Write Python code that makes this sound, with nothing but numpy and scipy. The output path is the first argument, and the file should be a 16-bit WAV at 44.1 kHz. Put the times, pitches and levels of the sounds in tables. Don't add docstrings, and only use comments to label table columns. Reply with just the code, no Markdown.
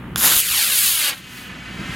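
import sys
import numpy as np
from scipy import signal
from scipy.fft import rfft, irfft
from scipy.io import wavfile
from scipy.ndimage import uniform_filter1d, map_coordinates

SR = 44100
rng = np.random.default_rng(int(sys.argv[2]) if len(sys.argv) > 2 else 0)


def to_linear_factor(level_db):
    exponent = np.asarray(level_db, float) / 20
    return 10 ** exponent


def unload_wav(signal):
    wavfile.write(
        sys.argv[1],
        SR,
        np.round(np.clip(np.atleast_2d(signal).T, -1, 1) * 32767).astype(np.int16),
    )


N = 85995
T = np.arange(N) / SR

# frequency in Hz, level in dB.
FIELD_COLOUR = [(25, -30), (55, -10), (200, -2), (500, -19.5), (1500, -23.5), (3000, -27.5), (4200, -45),
                (6000, -56)]
# frequency in Hz, likeness 0 to 1.
FIELD_LIKENESS = [(60, 0.97), (240, 0.96), (950, 0.96), (3770, 0.38), (15000, 0.39)]
# frequency in Hz, level in dB.
ENGINE_HUMS = [(61, -45), (126, -45), (186, -46), (240, -49)]
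# frequency in Hz, level in dB.
WIND_COLOUR = [(20, 2), (45, 0), (120, -13), (300, -14), (700, -40)]
# time in seconds, level in dB, brightness in dB per octave.
SMOKE_COURSE = [(1.14, -46, -3), (1.23, -43.5, 5.5), (1.3, -40.5, 5), (1.385, -38, 4), (1.5, -38.5, 0),
                (1.6, -41, 1.5), (1.75, -38, 1.5), (1.87, -34.5, 1.5), (1.95, -32, 2)]
# frequency in Hz, level in dB.
FIZZ_COLOUR = [(290, -31), (500, -18), (829, -15.5), (1240, -10), (2000, -5.5), (3000, -7), (3520, -14.5),
               (6830, -23), (15800, -45)]
# time in seconds, half length in seconds, level in dB.
SMOKE_FLARES = [
    (1.387, 0.088, -45),
    (1.97, 0.053, -48),
]
# frequency in Hz, level in dB.
BLAST_COLOUR = [(60, -21), (200, -8), (700, -12.5), (1500, -7.5), (3000, -7.5), (6500, -10), (10000, -36)]
# time in seconds, thrust level in dB, brightness in dB per octave.
THRUST = [(0.166, -36, -4), (0.181, -23, 2), (0.226, -19.5, 2), (0.249, -13, 4.5), (.3, -16, 2),
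          (0.399, -14, 2.5), (.42, -21.5, -1.5), (.44, -22, -0.5), (.51, -20, -1), (.59, -16.5, -1),
          (.69, -19.5, -1), (.79, -16, 1), (.89, -16, 1), (.97, -20, 0), (1.02, -18.5, -2), (1.09, -20, -3),
          (1.126, -30.5, -7.5), (1.165, -41.5, -3.5)]
# frequency in Hz, level in dB.
JET_COLOUR = [(59, -46), (100, -21), (282, -33.5), (405, -20), (732, -21.5), (3030, -2), (5720, -5.5),
              (11300, -3), (15800, -8.5)]
# frequency in Hz, level in dB, 60 dB decay in seconds.
CRACK_RINGS = [(1500, -3, .006), (3500, -2, .008), (5300, -3, .003), (6900, -5, .003), (10500, -1, .002),
               (15500, -9, .002)]
# time in seconds, lag in ms.
BOUNCE_LAG = [(0.2, 0.19), (0.3, 0.26), (0.38, 0.285), (0.44, 0.445), (0.52, 0.785), (0.68, 1.587),
              (0.84, 2.481), (1.0, 3.284), (1.16, 3.777), (1.3, 3.967), (1.45, 4.047), (1.64, 3.982),
              (1.88, 3.817), (1.95, 3.766)]
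# frequency in Hz, width in Hz, level in dB.
PAD_REFLECTIONS = [(2610, 560, -1), (3700, 230, 1.5), (4300, 200, -8), (7040, 390, 8.5), (8450, 1000, -3),
                   (11100, 1300, 4.5)]
# frequency in Hz, likeness 0 to 1.
ROCKET_LIKENESS = [(300, .78), (800, .98), (1850, .84), (3200, .975), (7500, .998), (10300, .975),
                   (11700, .995), (13800, .945)]
# frequency in Hz, width in Hz, left louder in dB, left leading in radians.
PORT_DIFFERENCES = [(1600, 400, -3.5, .1), (2050, 300, 0, .5), (2450, 300, 1.5, .2), (4400, 750, 2.3, .17),
                    (10300, 700, 1.4, .18), (13200, 500, 2.4, .05), (14000, 500, .8, -.2)]
# frequency in Hz, width in Hz, level in dB.
HOUSING = [(1410, 395, 3.5), (3750, 2600, 1), (5560, 580, -3), (6620, 270, 0.5), (7800, 500, -2),
           (11640, 3300, 3.5)]

PIVOT_HZ = 4000
FIELD_DB, SELF_NOISE_DB = -33.5, -62
WIND_DB, WIND_END_S = -42, 1
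BLAST_START_S, BLAST_PEAK_S, BLAST_END_S = 0.16, 0.2586, 0.4
BLAST_DB, BLAST_SAG_DB, LUMPS_DB = -18, -10.5, 2
SPUTTER_DB = 1.16
TICK_S, TICK_DB = 0.058, -53
CRACK_S, CRACK_DB = 0.15972, -1
BOUNCE_GAIN, BOUNCE_HZ = 0.72, 6000
LOW_GAIN, CLEAR_S = 0.45, (0.45, 0.6)
PAD_FADE_START_S, PAD_FADE_END_S = 0.25, 0.34
DUCK_ABOVE_DB, DUCK_SHARE, DUCK_LAG_S, RECOVER_DB_PER_S = -34.5, 0.88, 0.13, 21
BASS_CUT_HZ, EDGE_HZ = 27, 15860


def evened(x):
    return x / np.sqrt(np.mean(x ** 2) + 1e-20)


def read(points, hz):
    f, value = np.transpose(points)
    return np.interp(np.log(hz + 1), np.log(f + 1), value)


def bumps(table, hz, column=2):
    return sum(row[column] * np.exp(-((hz - row[0]) / row[1]) ** 2) for row in table)


def smooth_noise(size):
    return evened(uniform_filter1d(rng.standard_normal(N), size=size))


def hiss(colour, likeness, patchy_db, flicker_db, slope=None):
    frames, hz = N // 128 + 6, np.fft.rfftfreq(512, 1 / SR)
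    a, b, c, d, patches = rng.standard_normal((frames, 257, 5)).T
    patches = uniform_filter1d(patches, size=8, axis=0)
    patches = evened(uniform_filter1d(patches, size=14, axis=1))
    flicker = rng.standard_normal((frames, 257)).T
    flicker = evened(uniform_filter1d(flicker, size=120, axis=0))

    shape = read(colour, hz)[:, None] + np.zeros(frames)
    if slope is not None:
        octaves = np.log2((hz[:, None] + 300) / PIVOT_HZ)
        shape = shape + octaves * np.interp(np.arange(frames) * 128 / SR, T, slope)
    shape = to_linear_factor(shape) / np.sqrt(np.mean(to_linear_factor(2 * shape), axis=0))

    like = np.clip(read(likeness, hz), 0, 1)[:, None]
    left = a + 1j * b
    right = like * left + np.sqrt(1 - like ** 2) * (c + 1j * d)
    z = np.array([left, right]) * shape * to_linear_factor(patchy_db * patches + flicker_db * flicker)
    return evened(signal.istft(z, nperseg=512, noverlap=384)[1][:, :N])


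def field():
    out = to_linear_factor(FIELD_DB) * hiss(FIELD_COLOUR, FIELD_LIKENESS, 1.47, 1.3)
    for hz, db in ENGINE_HUMS:
        wander, throb = smooth_noise(1500), smooth_noise(1500)
        phase = 2 * np.pi * np.cumsum(hz + 4.38 * wander) / SR
        out = out + to_linear_factor(db + 5 + 1.14 * throb) * np.sin(phase)
    return out


def ducking():
    s, db, _ = np.transpose(THRUST)
    over = np.maximum(np.interp(T, s, db, left=-60) - DUCK_ABOVE_DB, 0)
    r = np.exp(-1 / (DUCK_LAG_S * SR))
    over = signal.lfilter([1 - r], [1, -r], over)
    climb = T * RECOVER_DB_PER_S
    held = np.maximum.accumulate(over + climb) - climb
    return to_linear_factor(-DUCK_SHARE * held)


def wind():
    on = np.clip((T - CRACK_S) / 0.076, 0, 1) * np.clip((WIND_END_S - T) / 0.1, 0, 1)
    return to_linear_factor(WIND_DB) * on * hiss(WIND_COLOUR, [(50, 0.16), (500, 0.22)], 3.8, 1.3)


def smoke():
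    s, db, slope = np.transpose(SMOKE_COURSE)
    fizz = hiss(FIZZ_COLOUR, ROCKET_LIKENESS, 0.6, 0.66, np.interp(T, s, slope))
    fizz = fizz * to_linear_factor(np.interp(T, s, db)) * np.clip((T - s[0] + 0.075) / 0.032, 0, 1)
    flare = sum(to_linear_factor(peak_db) * np.exp(-((T - at) / half) ** 2) for at, half, peak_db in SMOKE_FLARES)
    return fizz + flare * hiss(JET_COLOUR, ROCKET_LIKENESS, 0.89, 1.2, 2.9 + 0 * T)


def ground(x):
    s, ms = np.transpose(BOUNCE_LAG)
    lag = uniform_filter1d(np.interp(T, s, ms), size=2000) * SR / 1000
    dull = signal.filtfilt(*signal.butter(1, BOUNCE_HZ, fs=SR), x)
    late = np.array([map_coordinates(v, [np.arange(N) - lag], order=3) for v in dull])
    gain = np.interp(T, CLEAR_S, (LOW_GAIN, BOUNCE_GAIN))
    return (x + gain * late) / np.sqrt(1 + BOUNCE_GAIN ** 2 / 2)


def near_pad(x):
    low = 1 - np.clip((T - PAD_FADE_START_S) / (PAD_FADE_END_S - PAD_FADE_START_S), 0, 1)
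    reflected = irfft(rfft(x) * to_linear_factor(bumps(PAD_REFLECTIONS, np.fft.rfftfreq(N, 1 / SR))), N)
    return low * reflected + (1 - low) * x


def pad_blast():
    gone_s = BLAST_END_S + 0.015
    times = [BLAST_START_S, BLAST_PEAK_S, BLAST_END_S, gone_s]
    db = BLAST_DB + np.interp(T, times, [-18, 0, BLAST_SAG_DB, -45])
    level = to_linear_factor(db + LUMPS_DB * smooth_noise(100))
    return hiss(BLAST_COLOUR, ROCKET_LIKENESS, 1.2, 0.88) * level * (T > CRACK_S) * (T < gone_s)


def crack(at, peak_db):
    t = np.maximum(T - at - 0.0001, 0)
    ring = sum(to_linear_factor(db - 60 * t / t60) * np.sin(2 * np.pi * hz * t) for hz, db, t60 in CRACK_RINGS)
    suck = 0.3 * np.exp(-((T - at - 0.00005) / 0.00005) ** 2)
    return to_linear_factor(peak_db) * (ring / abs(ring).max() - suck)


def igniter():
    return crack(CRACK_S, CRACK_DB) + crack(TICK_S, TICK_DB)


def motor():
    s, db, slope = np.transpose(THRUST)
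    level = to_linear_factor(np.interp(T, s, db) + SPUTTER_DB * smooth_noise(30))
    gate = np.clip((T - s[0] + 0.005) / 0.005, 0, 1) * np.clip((s[-1] + 0.071 - T) / 0.059, 0, 1)
    return hiss(JET_COLOUR, ROCKET_LIKENESS, 1.0, 0.89, np.interp(T, s, slope)) * level * gate


def scene():
    flight = ground(motor() + smoke())
    rocket = near_pad(flight + pad_blast()) + igniter()
    hz = np.fft.rfftfreq(N, 1 / SR)
    half = to_linear_factor(bumps(PORT_DIFFERENCES, hz) / 2) * np.exp(0.5j * bumps(PORT_DIFFERENCES, hz, column=3))
    at_ports = irfft(rfft(rocket) * np.array([half, 1 / half]), N)
    return at_ports + field() * ducking() + wind()


def band_limit(x):
    return signal.sosfilt(signal.butter(12, 17030, fs=SR, output="sos"), x)


def record(dry):
    hz = np.fft.rfftfreq(N, 1 / SR)
    treble_edge = to_linear_factor(-60 * np.clip((hz - EDGE_HZ) / 41, 0, 1))
    bass_cut = hz ** 2 / (hz ** 2 + BASS_CUT_HZ ** 2)
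    self_noise = hiss([(50, 0), (16000, 0)], [(4000, 0.44), (7000, 0.76), (12000, 0.7)], 0.45, 0.5)
    noisy = dry + to_linear_factor(SELF_NOISE_DB) * ducking() * self_noise
    mix = irfft(rfft(noisy) * to_linear_factor(bumps(HOUSING, hz)) * treble_edge * bass_cut, N)
    return band_limit(mix)


dry = scene()
out = record(dry)
unload_wav(out)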